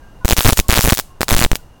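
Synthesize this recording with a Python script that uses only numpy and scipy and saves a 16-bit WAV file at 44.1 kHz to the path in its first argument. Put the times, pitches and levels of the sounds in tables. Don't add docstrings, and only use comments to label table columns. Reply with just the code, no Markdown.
import sys
import numpy as np
from scipy import signal
from scipy.fft import rfft, irfft, next_fast_len
from scipy.io import wavfile
from scipy.ndimage import map_coordinates

SR = 44100
rng = np.random.default_rng(int(sys.argv[2]) if len(sys.argv) > 2 else 0)


def bounce(signal):
    frames = np.transpose(np.atleast_2d(signal))
    limited = np.clip(frames, -1, 1)
    pcm = np.round(limited * 32767).astype(np.int16)
    wavfile.write(sys.argv[1], SR, pcm)


def boost(x):
    u = np.asarray(x, float) / 20
    return 10 ** u


N = 79380

# pitch_hz, level_db
ANSWER_COLOUR = [(300, -8), (1500, -7), (3000, 0), (7000, 1.5), (12000, 0), (16500, 2.5), (18000, -3)]


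def unit(x):
    return x / np.sqrt(np.mean(x ** 2) + 1e-20)


def along(points, hz):
    point_hz, values = np.transpose(points)
    return np.interp(np.log(hz + 1), np.log(point_hz + 1), values)


def filtered(x, response):
    n = x.shape[-1]
    padded = next_fast_len(n + 4096)
    gain = response(np.fft.rfftfreq(padded, 1 / SR))
    return irfft(rfft(x, padded) * gain, padded)[..., :n]


def hiss(shape, colour):
    return unit(filtered(rng.standard_normal(shape), lambda hz: boost(along(colour, hz))))


def band(centre_hz, width_hz):
    bell = lambda hz: np.exp(-((hz - centre_hz) / width_hz) ** 2)
    return unit(filtered(rng.standard_normal(N), bell))


def wobble(rate):
    knots = rng.standard_normal(int(N * rate / SR) + 4)
    return map_coordinates(knots, [np.arange(N) * rate / SR])


def place(times, rows):
    at = np.round(times * SR).astype(int)[:, None] + np.arange(rows.shape[1])
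    return np.bincount(at.ravel(), rows.ravel(), N + rows.shape[1])[:N]


def wind_and_hum():
    # pitch_hz, level_db (per Hz)
    air_colour = [(8.8, -9.5), (15, 2.5), (348, -24), (983, -26.5), (1110, -29.5), (1580, -34),
                  (2260, -41.5), (16000, -53), (18000, -76)]
    level_db, gust_db = -39, 1.3
    return boost(level_db + gust_db * wobble(8.2)) * hiss(N, air_colour)


def crickets():
    flutter_db = 1.3 * wobble(25.2)
    low_band = boost(-65.5 + flutter_db) * band(2830, 100)
    katydids = boost(-74) * band(6200, 400)
    return low_band + katydids


def far_chirps():
    # start_s, length_s, pitch_hz, level_db
    calls = [
        (-.08, .24, 1600, -55),
        (.192, .05, 1020, -44),
        (.204, .08, 1460, -46),
        (.625, .055, 1090, -47),
        (1.07, .12, 1070, -51),
        (1.57, .05, 1450, -55),
    ]
    t = np.arange(N) / SR
    blur, width_hz = .45, 45
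    total = np.zeros(N)
    for start_s, length_s, pitch_hz, level_db in calls:
        progress = np.clip((t - start_s) / length_s, 0, 1)
        swell = np.sqrt(np.sin(np.pi * progress) ** 2)
        voice = np.sin(2 * np.pi * pitch_hz * t) + blur * band(pitch_hz, width_hz)
        total += boost(level_db) * swell * voice
    return total


def spark_list():
    # start_s, level_db
    first_bug = [(0.2486, -17.4), (0.2556, -14.2), (0.2807, -12.6), (0.2896, -11.2), (0.2991, -8.0),
                 (0.3088, -8.0), (0.3168, -8.9), (0.3244, -9.1), (0.3322, -9.2), (0.3671, -13.5),
                 (0.3731, -12.8), (0.3772, -10.2), (0.3832, -8.2), (0.3913, -10.7), (0.3984, -12.7),
                 (0.4073, -9.2), (0.4155, -10.7), (0.4235, -12.3), (0.4313, -10.9), (0.4399, -10.7),
                 (0.4476, -11.3), (0.4512, -12.5), (0.4564, -12.0), (0.4596, -9.3), (0.4659, -11.0),
                 (0.4741, -10.5), (0.4766, -10.3), (0.4829, -8.3), (0.4855, -9.3), (0.4907, -7.2),
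                 (0.4929, -11.0), (0.4993, -8.2), (0.5067, -9.1), (0.5224, -11.5), (0.5249, -14.8),
                 (0.5311, -10.1), (0.572, -14.1), (0.5734, -14.6), (0.5755, -12.2), (0.5822, -7.8),
                 (0.5908, -8.9), (0.5991, -5.5)]
    # start_s, level_db
    second_bug = [(0.6839, -12.4), (0.6911, -16.0), (0.6979, -13.0), (0.6998, -14.8), (0.7068, -8.1),
                  (0.7157, -10.1), (0.7253, -7.5), (0.7323, -10.7), (0.7405, -9.5), (0.7512, -13.5),
                  (0.7574, -10.9), (0.7599, -11.5), (0.7658, -10.4), (0.769, -9.7), (0.7751, -7.6),
                  (0.7833, -8.5), (0.7907, -9.1), (0.8001, -10.6), (0.8087, -8.8), (0.8173, -8.1),
                  (0.8244, -9.4), (0.831, -9.9), (0.834, -9.8), (0.8413, -7.9), (0.8495, -8.0),
                  (0.8576, -8.6), (0.8668, -8.9), (0.8755, -7.8), (0.8834, -11.4), (0.8913, -8.6),
                  (0.8985, -10.8), (0.9014, -10.5), (0.9067, -9.7), (0.9222, -12.0), (0.9247, -10.3),
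                  (0.9317, -12.9), (0.9406, -11.7), (0.949, -12.5), (0.9733, -13.1), (0.9813, -10.9),
                  (0.9901, -9.0), (0.9977, -10.5)]
    # start_s, level_db
    third_bug = [(1.2081, -14.8), (1.2155, -10.8), (1.2311, -12.2), (1.283, -14.9), (1.2902, -10.2),
                 (1.2982, -15.7), (1.3011, -12.7), (1.308, -7.8), (1.3169, -10.0), (1.327, -9.6),
                 (1.3324, -9.2), (1.3404, -10.6), (1.3484, -11.5), (1.3655, -11.4), (1.3744, -14.6),
                 (1.3809, -12.6), (1.383, -11.1), (1.3916, -11.6), (1.3996, -9.5), (1.4067, -11.5),
                 (1.4146, -10.3), (1.4239, -10.4), (1.4326, -11.7), (1.4404, -9.5), (1.4485, -11.1),
                 (1.5158, -13.1), (1.5555, -12.8)]
    # start_s, level_db
    weak_arcs = [(.2731, -26), (.545, -31), (.549, -31), (.553, -31), (.5579, -30), (.561, -31),
                 (.5635, -27), (.566, -26), (.5685, -27), (.6885, -25), (.9607, -24), (1.549, -29)]
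    start_s, level_db = np.transpose(first_bug + second_bug + third_bug + weak_arcs)
    typical_db, growth = -10, 0.23
    echo_db = np.minimum(level_db, typical_db + growth * (level_db - typical_db))
    return start_s, level_db, echo_db


def cracks(start_s, level_db):
    # pitch_hz, level_db
    crack_colour = [(300, -14), (1500, -3.5), (4000, -7), (7000, 2), (9500, -2.5), (12000, -2), (16500, -2),
                    (18000, -21)]
    t = np.arange(SR // 40) / SR
    shape = (len(start_s), len(t))
    rise = 1 - np.exp(-t / .00012)
    snap = rise * boost(2 - 60 * t / 0.0057)
    rattle = rise * boost(-3 - 60 * t / 0.015)
    crack = snap * hiss(shape, crack_colour) + rattle * hiss(shape, ANSWER_COLOUR)
    crack *= np.linalg.norm([snap, rattle]) / np.linalg.norm(crack, axis=1, keepdims=True)
    return place(start_s, boost(level_db)[:, None] * crack)


def wall_echo(start_s, echo_db):
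    t = np.arange(SR // 40) / SR
    from_s, to_s, edge_s, fade_s = 0.0062, 0.015, 0.00063, .0018
    swell = 1 / (1 + np.exp((from_s - t) / edge_s * 2))
    fade = 1 / (1 + np.exp((t - to_s) / fade_s))
    burst = boost(-18.5) * swell * fade * hiss((len(start_s), len(t)), ANSWER_COLOUR)
    return place(start_s, boost(echo_db)[:, None] * burst)


def yard_echo(start_s, echo_db):
    # pitch_hz, decay_s
    yard_decay = [(500, 0.16), (3000, 0.33), (9000, 0.35), (17000, 0.24)]
    first_echo_s = 0.0062
    hz, frame_s, noise = signal.stft(hiss(N, ANSWER_COLOUR), SR, nperseg=128)
    decay_s = along(yard_decay, hz)[:, None]
    power = np.zeros(noise.shape)
    for start, level in zip(start_s, echo_db):
        age = frame_s - start
        tail = boost(2 * level - 120 * np.maximum(age, 0) / decay_s)
        power += tail * (age > first_echo_s)
    return boost(-32) * signal.istft(noise * np.sqrt(power), SR, nperseg=128)[1][:N]


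def stuck():
    # start_s, length_ms, offset (share of full scale)
    sticks = [(0.2486, 7.03, 0.69), (0.309, 0.79, 0.66), (0.3247, 7.34, 0.66), (0.3835, 7.67, -0.46),
              (0.4512, 5.22, -0.67), (0.4598, 6.12, -0.71), (0.4771, 5.96, -0.54), (0.4857, 5.1, -0.52),
              (0.4908, 2.06, 0.53), (0.5249, 6.26, 0.58), (0.5824, 4.22, 0.13), (0.5916, 7.91, -0.64),
              (0.6005, 9.16, -0.15), (0.6912, 6.8, 0.77), (0.7256, 7.12, -0.35), (0.7755, 7.76, -0.37),
              (0.791, 3.2, -0.59),
              (0.8412, 8.49, -0.47), (0.8576, 5.8, 0.29), (0.8754, 0.91, 0.58), (0.8834, 3.06, -0.57),
            (0.9226, 2.2, -0.67), (0.9248, 6.87, 0.55), (1.2082, 1.0, 0.55), (1.3169, 7.69, 0.48),
            (1.3271, 5.83, 0.52), (1.3485, 17.0, -0.53), (1.3655, 5.24, -0.38), (1.3918, 1.95, -0.36),
            (1.4146, 2.2, 0.47), (1.4408, 7.85, 0.46), (1.4493, 13.63, 0.47), (1.516, 16.17, 0.54)]
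    t = np.arange(N) / SR
    edge_s, sag_per_s = .03 / 1000, 1.5
    gate = lambda age: np.clip(age / edge_s, 0, 1)
    total = np.zeros(N)
    for start_s, length_ms, offset in sticks:
        age = t - start_s
        held = gate(age) * gate(start_s + length_ms / 1000 - t)
        total += offset * held * (1 - sag_per_s * age)
    return total


def thrown(x, dry):
    # start_s, length_ms (the sign gives the direction)
    first_throws = [(0.28066, -0.088), (0.28962, 0.085), (0.28977, 0.065), (0.28999, 0.043),
                    (0.29917, -0.051), (0.2994, -0.096), (0.30882, -0.096), (0.30895, 0.062),
                    (0.30916, -0.057), (0.30934, 0.111), (0.30949, 0.091), (0.30967, 0.102),
                    (0.31678, -0.065), (0.31702, -0.113), (0.32443, 0.057), (0.32455, 0.062),
                    (0.32467, -0.045), (0.32474, -0.085), (0.33215, -0.054), (0.33245, -0.048),
                    (0.36715, -0.074), (0.37311, -0.06), (0.37721, -0.085), (0.38323, -0.051),
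                    (0.38338, 0.045), (0.39128, 0.085), (0.39143, -0.082), (0.40735, -0.136),
                    (0.40751, 0.082), (0.40776, 0.176), (0.44758, -0.113), (0.44793, -0.045),
                    (0.45643, 0.045), (0.45669, 0.054), (0.45955, 0.122), (0.46594, 0.145),
                    (0.47409, -0.062), (0.47661, -0.079), (0.47673, -0.071), (0.47704, 0.04),
                    (0.48567, -0.108), (0.49067, -0.108), (0.4908, 0.094), (0.49289, -0.057),
                    (0.49295, -0.054), (0.49303, -0.057), (0.49928, -0.218), (0.49954, -0.096),
                    (0.49991, 0.082), (0.50669, -0.091), (0.53113, -0.068), (0.53143, -0.045),
                    (0.57344, 0.065), (0.57554, 0.079), (0.59082, -0.082), (0.59144, 0.102),
                    (0.59918, 0.062), (0.59937, -0.099), (0.5995, 0.051), (0.59998, 0.048)]
    # start_s, length_ms (the sign gives the direction)
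    second_throws = [(0.69985, -0.074), (0.70018, 0.065), (0.70676, -0.06), (0.70686, 0.173),
                     (0.71571, 0.128), (0.71594, -0.096), (0.72527, 0.119), (0.73234, -0.128),
                     (0.73248, -0.139), (0.73268, 0.116), (0.74045, 0.13), (0.74067, -0.105),
                     (0.75123, -0.094), (0.75741, 0.116), (0.7599, -0.079), (0.76584, -0.054),
                     (0.76608, -0.088), (0.76922, -0.096), (0.7751, 0.204), (0.77539, 0.068),
                     (0.77553, -0.113), (0.78325, 0.119), (0.78346, -0.091), (0.79075, 0.198),
                     (0.80874, -0.082), (0.80906, 0.071), (0.84132, -0.082), (0.85009, 0.082),
                     (0.85755, 0.19), (0.87546, 0.06), (0.87554, 0.099), (0.87566, 0.105), (0.8834, -0.108),
                     (0.89134, 0.119), (0.89159, -0.062), (0.89847, 0.122), (0.89868, -0.094),
                     (0.90141, -0.079), (0.90174, 0.071), (0.90669, -0.079), (0.90702, 0.077),
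                     (0.92221, 0.079), (0.92482, 0.037), (0.92501, 0.153), (0.93173, -0.105),
                     (0.97339, -0.068), (0.98152, -0.04), (0.9901, 0.071), (0.99024, 0.111),
                     (0.99774, 0.082), (0.99808, -0.045)]
    # start_s, length_ms (the sign gives the direction)
    third_throws = [(1.21547, -0.088), (1.2156, -0.153), (1.21581, 0.065), (1.23109, -0.315),
                    (1.23145, 0.04), (1.28305, 0.074), (1.28339, -0.06), (1.29019, 0.06), (1.29037, 0.054),
                    (1.29048, 0.068), (1.30112, 0.082), (1.30796, -0.147), (1.30837, 0.057),
                    (1.30859, 0.15), (1.3169, 0.204), (1.32699, 0.085), (1.32713, 0.111), (1.33278, 0.13),
                    (1.34039, -0.082), (1.34072, 0.136), (1.34851, -0.105), (1.36548, 0.074),
                    (1.37446, 0.071), (1.38094, -0.051), (1.38305, 0.077), (1.39159, -0.057),
                    (1.39168, 0.071), (1.39188, -0.111), (1.40671, -0.077), (1.40737, -0.062),
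                    (1.41463, 0.21), (1.42391, -0.099), (1.42409, 0.167), (1.42429, 0.06), (1.42454, 0.054),
                    (1.43257, 0.159), (1.44043, 0.06), (1.44051, -0.077), (1.44076, -0.057),
                    (1.44083, 0.096), (1.44854, -0.113), (1.44869, 0.102), (1.44887, -0.088),
                    (1.44921, 0.173), (1.51581, -0.079), (1.51601, 0.079), (1.55554, 0.082)]
    start_s, length_ms = np.transpose(first_throws + second_throws + third_throws)
    limit, edge_ms, ride = 1.03, .045, .4
    first_s = np.round(start_s * SR) / SR - 2 / SR
    age = (first_s - start_s)[:, None] + np.arange(SR // 400) / SR
    gate = lambda a: np.clip(a * 1000 / edge_ms + .5, 0, 1)
    held = gate(age) * gate(abs(length_ms)[:, None] / 1000 - age)
    pinned = limit * np.clip(place(first_s, np.sign(length_ms)[:, None] * held), -1, 1)
    share = np.minimum(place(first_s, held), 1)
    return (1 - share) * x + pinned + share * ride * dry


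def scene():
    night = wind_and_hum() + crickets() + far_chirps()
    start_s, level_db, echo_db = spark_list()
    near = cracks(start_s, level_db) + wall_echo(start_s, echo_db)
    return (night + near + yard_echo(start_s, echo_db))[None]


def top_cut(x):
    return signal.sosfilt(signal.butter(12, 18540, fs=SR, output="sos"), x)


def record(dry):
    clip_level, top_hz, edge_hz = 2.5, 17450, 60
    overloaded = thrown(dry + stuck(), dry)
    clipped = np.clip(overloaded, -clip_level, clip_level)
    mix = filtered(clipped, lambda hz: (1 - np.tanh((hz - top_hz) / edge_hz)) / 2)
    return top_cut(mix)


dry = scene()
out = record(dry)
bounce(out)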